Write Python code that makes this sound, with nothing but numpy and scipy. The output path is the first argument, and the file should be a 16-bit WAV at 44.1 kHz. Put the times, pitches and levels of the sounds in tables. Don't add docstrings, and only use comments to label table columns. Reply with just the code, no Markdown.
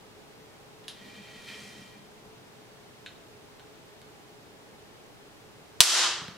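import sys
import numpy as np
from scipy import signal
from scipy.fft import rfft, irfft, next_fast_len
from scipy.io import wavfile
from scipy.ndimage import uniform_filter1d

SR = 44100
rng = np.random.default_rng(int(sys.argv[2]) if len(sys.argv) > 2 else 0)


def to_wav(sig):
    pcm = np.clip(np.atleast_2d(sig), -1, 1) * 32767
    pcm = np.round(pcm).astype(np.int16)
    wavfile.write(sys.argv[1], SR, pcm.T)


N = 280917
TIME_S = np.arange(N) / SR
FFT_SIZE = 2 * next_fast_len(N // 2 + SR // 2)
BIN_HZ = np.maximum(np.arange(FFT_SIZE // 2 + 1) * SR / FFT_SIZE, 1)
PAN = np.array([[0.5], [-0.5]])


def from_db(db):
    return 10 ** (np.asarray(db) / 20)


def unit_rms(x):
    return x / np.sqrt(np.mean(x ** 2) + 1e-20)


def at_hz(table, hz):
    known_hz, values = np.transpose(table)
    return np.interp(np.log(hz), np.log(known_hz), values)


def add(track, start_s, sound):
    start = round(start_s * SR)
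    track[..., start:start + sound.shape[-1]] += sound[..., :N - start]


def colour(x, spectrum):
    cepstrum = irfft(np.log(unit_rms(from_db(at_hz(spectrum, BIN_HZ)))))
    cepstrum[1:FFT_SIZE // 2] *= 2
    cepstrum[FFT_SIZE // 2 + 1:] = 0
    return irfft(rfft(x, FFT_SIZE) * np.exp(rfft(cepstrum)))[..., :x.shape[-1]]


def resonate(x, modes):
    out = 0
    for pitch_hz, width_hz, gain_db in modes:
        radius = np.exp(-np.pi * width_hz / SR)
        feedback = [1, -2 * radius * np.cos(2 * np.pi * pitch_hz / SR), radius ** 2]
        out += from_db(gain_db) * (1 - radius ** 2) * signal.lfilter([1, 0, -1], feedback, x)
    return unit_rms(out)


def burst(t60_s):
    t = TIME_S[:SR // 4]
    noise = rng.standard_normal(len(t)) * from_db(-60 * t / t60_s)
    return noise / np.linalg.norm(noise)


def stereo_burst(t60_s, correlation):
    shared = np.sqrt(correlation) * burst(t60_s)
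    return shared + np.sqrt(1 - correlation) * np.array([burst(t60_s), burst(t60_s)])


def stereo_noise(correlation_table, right_lag_s=0):
    correlation = at_hz(correlation_table, BIN_HZ)
    mid, side = rfft(rng.standard_normal((2, FFT_SIZE)))
    mid, side = mid * np.sqrt(1 + correlation), side * np.sqrt(1 - correlation)
    lag = np.exp(-2j * np.pi * BIN_HZ * right_lag_s)
    return unit_rms(irfft(np.array([mid + side, (mid - side) * lag]))[:, :N])


def reverberate(x, response):
    return signal.fftconvolve(x[None], response, axes=1)[:, :N]


# freq_hz, density_db
AIR_SPECTRUM = [(15, -47), (25, -12), (53, -17.5), (122, -5), (260, -8), (389, -7.5), (421, -3),
                (469, -8.5), (826, -11), (1340, -15.5), (1950, -17.5), (3720, -20), (4040, -21),
                (4750, -22.5), (15500, -34.5)]
# freq_hz, correlation
AIR_CORRELATION = [(40, 0.86), (150, 0.29), (400, 0.42), (1200, 0.067), (3000, 0.29), (6000, 0.14),
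                   (14000, 0.041)]
# pitch_hz, level_db
HUM_TONES = [(118.4, -71.5), (290.7, -70.5), (419, -65.5), (436, -65), (815, -71.5)]


def room_tone(hum_width_hz):
    air = colour(stereo_noise(AIR_CORRELATION, right_lag_s=0.00013), AIR_SPECTRUM)
    hum = sum(from_db(level_db) * resonate(rng.standard_normal(N), [(pitch_hz, hum_width_hz, 0)])
              for pitch_hz, level_db in HUM_TONES)
    return from_db(-52) * air + from_db(-2) * hum


# freq_hz, t60_s
KITCHEN_DECAY = [(150, 0.75), (400, 0.61), (1000, 0.83), (2000, 0.66), (4000, 0.61), (7000, 0.51),
                 (10000, 0.39), (15000, 0.26)]
# freq_hz, correlation
KITCHEN_CORRELATION = [(100, 1), (600, 0.93), (1300, 0.86), (2600, 0.7), (5000, 0.5), (8500, 0.115),
                       (13000, .04)]


def kitchen_tail(build_s):
    t = TIME_S[:SR]
    spectrum = rfft(stereo_noise(KITCHEN_CORRELATION)[:, :SR])
    log_hz = np.log(np.arange(spectrum.shape[1]) + 1)
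    centres_hz = np.geomspace(100, 16000, 14)
    tail = 0
    for centre_hz, weights in zip(centres_hz, np.eye(len(centres_hz))):
        band = irfft(spectrum * np.interp(log_hz, np.log(centres_hz), weights), SR)
        tail += band * from_db(-60 * t / at_hz(KITCHEN_DECAY, centre_hz))
    tail *= 1 - np.exp(-t / build_s)
    return tail / np.linalg.norm(tail[0])


# start_s, thud_db, t60_s, tick_db
KNOCK_EVENTS = [(6.217, -45, 0.14, -51.5), (6.281, -35.5, 0.061, -20)]
# freq_hz, density_db
THUD_SPECTRUM = [(40, -25), (90, -10), (150, 0), (220, -6), (400, -17), (900, -22), (3000, -47)]
CLACK_SPECTRUM = [(300, -51), (1100, -21), (1500, 4), (2400, -1), (3100, 1), (4200, 2.5), (4700, -20),
                  (8000, -16.5), (10000, -44), (15000, -38)]


def knocks(tail, room_db):
    thuds, ticks = np.zeros((2, N))
    for start_s, thud_db, t60_s, tick_db in KNOCK_EVENTS:
        add(thuds, start_s, rng.standard_normal(N) * from_db(thud_db - 60 * TIME_S / t60_s))
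        add(ticks, start_s, from_db(tick_db) * burst(t60_s=0.012))
    dry = colour(thuds, THUD_SPECTRUM) + colour(ticks, CLACK_SPECTRUM)
    return dry + from_db(room_db) * reverberate(dry, tail)


def stick_slip(slips_per_s, catch_db, catches_per_s):
    knots = rng.standard_normal(2000)
    grip = from_db(catch_db * np.interp(TIME_S * catches_per_s, np.arange(len(knots)), knots))
    slipping = rng.random(N) < slips_per_s / SR
    return unit_rms(slipping * rng.standard_normal(N) * grip)


# pitch_hz, width_hz, gain_db
FOOT_MODES = [(139, 20, -13.5), (206, 9.3, 1.5)]
# middle_s, length_s, level_db
JUDDER_BOUTS = [(1.013, .06, -55), (1.074, 0.11, -52), (1.187, 0.095, -51.5), (1.358, 0.054, -52.5),
                (1.502, 0.13, -55.5), (1.633, 0.18, -53), (1.804, 0.13, -52.5), (1.978, 0.13, -58)]


def foot_judder(friction):
    feet = resonate(friction, FOOT_MODES)
    power = uniform_filter1d(feet ** 2, size=1024)
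    levelled = unit_rms(feet / np.sqrt(power + 1e-9))
    envelope = 0
    for middle_s, length_s, level_db in JUDDER_BOUTS:
        position = np.clip((TIME_S - middle_s) / length_s, -0.5, 0.5)
        envelope += from_db(level_db) * np.cos(np.pi * position) ** 2
    return levelled * envelope


# time_s, speed_db
PULL_SPEED = [(0.95, -29), (1.01, -13), (1.31, -10.5), (1.61, -1), (1.87, -11), (2.0, -29)]
# pitch_hz, width_hz, gain_db
CASE_MODES = [(1400, 34, -10.5), (1730, 47, -14), (1918, 38, 1), (2382, 32, 0.5), (3116, 53, 0.5),
              (3590, 42, -10.5), (4000, 260, -14)]
# freq_hz, density_db
RUB_SPECTRUM = [(300, -16), (900, -4), (1400, -14), (2000, 6), (2700, 3), (3500, 2.5), (4500, -2.5),
                (5500, -13), (8000, -27)]
GRIT_SPECTRUM = [(3000, -0.5), (5700, 5), (6800, 1.5), (7500, 3), (8500, -3), (9500, 1), (11000, -8),
                 (15500, -19)]


def case_drag(tail, ease_db_per_s, dig_s, dig_width_s, room_db, judder_room_db):
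    pull_s, pull_db = np.transpose(PULL_SPEED)
    speed_db = np.interp(TIME_S, pull_s, pull_db, left=-200, right=-200)
    ease_db = ease_db_per_s * np.maximum(TIME_S - pull_s[0], 0)
    dig_db = 12 * np.exp(-((TIME_S - dig_s) / dig_width_s) ** 2)
    friction = stick_slip(slips_per_s=5000, catch_db=1.6, catches_per_s=45)
    grains = stick_slip(slips_per_s=5000, catch_db=0.5, catches_per_s=31)
    ring = from_db(-51.5 + dig_db) * resonate(friction, CASE_MODES)
    rub = from_db(-53.5 + 0.83 * dig_db) * colour(friction, RUB_SPECTRUM)
    grit = from_db(-53.5 + speed_db) * colour(grains, GRIT_SPECTRUM)
    scrape = from_db(0.49 * speed_db - ease_db) * (ring + rub) + grit
    judder = foot_judder(friction)
    room_send = from_db(room_db) * scrape + from_db(judder_room_db) * judder
    return scrape + judder + reverberate(room_send, tail)


# start_s, level_db, snap_share, rattle_t60_s
CLICK_EVENTS = [(.8416, -30, 0.4, .03), (0.8816, -10.5, 0.97, 0.13), (3.062, -14, 0.11, 0.07),
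                (3.596, -29.5, 0, 0.066), (3.746, -36, 0, .02), (4.017, -27.5, 0.7, 0.011)]
# freq_hz, density_db
SNAP_SPECTRUM = [(300, -32), (1100, -12.5), (2400, -15.5), (3000, -4.5), (3550, 1.5), (4300, -7.5),
                 (5500, -12), (8500, -20), (10000, -11), (11500, -23), (15000, -39)]


def clicks(tail, rattle_db, bounce_s, bounce_db, scatter_db, room_db):
    hard, dull = np.zeros((2, N))
    for start_s, level_db, snap_share, rattle_t60_s in CLICK_EVENTS:
        touch = from_db(rattle_db) * burst(rattle_t60_s)
        touch[0] += 1
        touch *= from_db(level_db) / np.linalg.norm(touch)
        add(hard, start_s, touch * snap_share)
        add(dull, start_s, touch * (1 - snap_share))
    dry = colour(hard, SNAP_SPECTRUM) + colour(dull, CLACK_SPECTRUM)
    scatter = reverberate(dry, stereo_burst(t60_s=0.22, correlation=0.75))
    out = dry + from_db(scatter_db) * scatter + from_db(room_db) * reverberate(dry, tail)
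    add(out, bounce_s, from_db(bounce_db) * dry)
    return out


# delay_s, gain_db, pan_db
EARLY_ECHOES = [(.00055, -2, -4), (.0017, -13, -3), (.0058, -4.5, -1), (.0088, -2, -3.5), (0.0145, -4, 0),
                (0.033, 0.5, 1)]


def reflect(x):
    out = np.array([x, x])
    for delay_s, gain_db, pan_db in EARLY_ECHOES:
        add(out, delay_s, x * from_db(gain_db + pan_db * PAN))
    return out


# freq_hz, density_db
CRACK_SPECTRUM = [(40, -14.5), (200, -20), (500, -13.5), (1200, -5), (2500, -5.5), (3400, 3.5),
                  (5500, -2.5), (9200, -3.5), (11000, -16), (13500, -15), (15500, -15.5)]
ROAR_SPECTRUM = [(100, -44), (220, -28), (340, -20), (550, -13.5), (850, -11), (1200, -7.5), (1750, -5.5),
                 (2350, -7.5), (3300, -1.5), (5700, 0), (8800, -3.5), (11000, -6.5), (13400, -14.5),
                 (15800, -37)]
# pitch_hz, width_hz, gain_db
BOWL_MODES = [(1026, 21, -8), (1300, 45, -8), (1410, 28, -9), (2720, 19, 6), (3100, 40, 7), (3350, 63, 4.5),
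              (3870, 22, -1), (3880, 24, 5), (4400, 44, 3), (5260, 27, 1), (5180, 45, 1), (5970, 32, 9),
              (6800, 25, 11), (7440, 38, 9), (8600, 29, -4)]
# pitch_hz, level_db, t60_s
LOW_RING = [(349, -30, 0.88)]


def bang(tail, start_s, crack_db, roar_db, thump_db):
    shock, scatter = np.zeros(N), np.zeros((2, N))
    add(shock, start_s, np.ones(1))
    add(scatter, start_s, from_db(3.5) * stereo_burst(t60_s=0.0062, correlation=0.87))
    crack = colour(reflect(shock) + scatter, CRACK_SPECTRUM)
    bowl = from_db(-14) * resonate(shock, BOWL_MODES) / np.sqrt(N)
    roar = reverberate(colour(shock, ROAR_SPECTRUM) + bowl, tail)
    out = from_db(crack_db) * crack + from_db(roar_db) * roar
    low_thump = -np.exp(-TIME_S[:SR // 10] / 0.001)
    add(out, start_s + 0.0018, from_db(thump_db + 10 * PAN) * low_thump)
    for pitch_hz, level_db, t60_s in LOW_RING:
        envelope = from_db(level_db - 60 * TIME_S / t60_s)
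        add(out, start_s, envelope * np.sin(2 * np.pi * pitch_hz * TIME_S))
    return out


def scene():
    tail = kitchen_tail(build_s=0.0081)
    return (bang(tail, start_s=5.8049, crack_db=21.5, roar_db=31.5, thump_db=-18)
            + clicks(tail, rattle_db=1, bounce_s=0.0054, bounce_db=-13, scatter_db=-3.5, room_db=-9)
            + case_drag(tail, ease_db_per_s=6, dig_s=1.49, dig_width_s=0.05,
                        room_db=-3, judder_room_db=-9.5)
            + knocks(tail, room_db=-13)
            + room_tone(hum_width_hz=3.5))


def gain_control(x, threshold_db, attack_s, release_db_per_s):
    power = uniform_filter1d(np.mean(x ** 2, axis=0), size=128, origin=63)
    excess_db = np.maximum(10 * np.log10(np.maximum(power, 1e-12)) - threshold_db, 0)
    ramp_db = release_db_per_s * TIME_S
    held_db = np.maximum.accumulate(excess_db + ramp_db) - ramp_db
    pole = np.exp(-1 / (attack_s * SR))
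    duck_db = signal.lfilter([1 - pole], [1, -pole], held_db)
    return x * from_db(-duck_db)


def record(dry):
    ducked = gain_control(dry, threshold_db=-20, attack_s=0.012, release_db_per_s=126.5)
    clipped = np.clip(ducked, -0.95, 0.95)
    return signal.sosfilt(signal.cheby2(16, 70, 16500, fs=SR, output="sos"), clipped)


dry = scene()
out = record(dry)
to_wav(out)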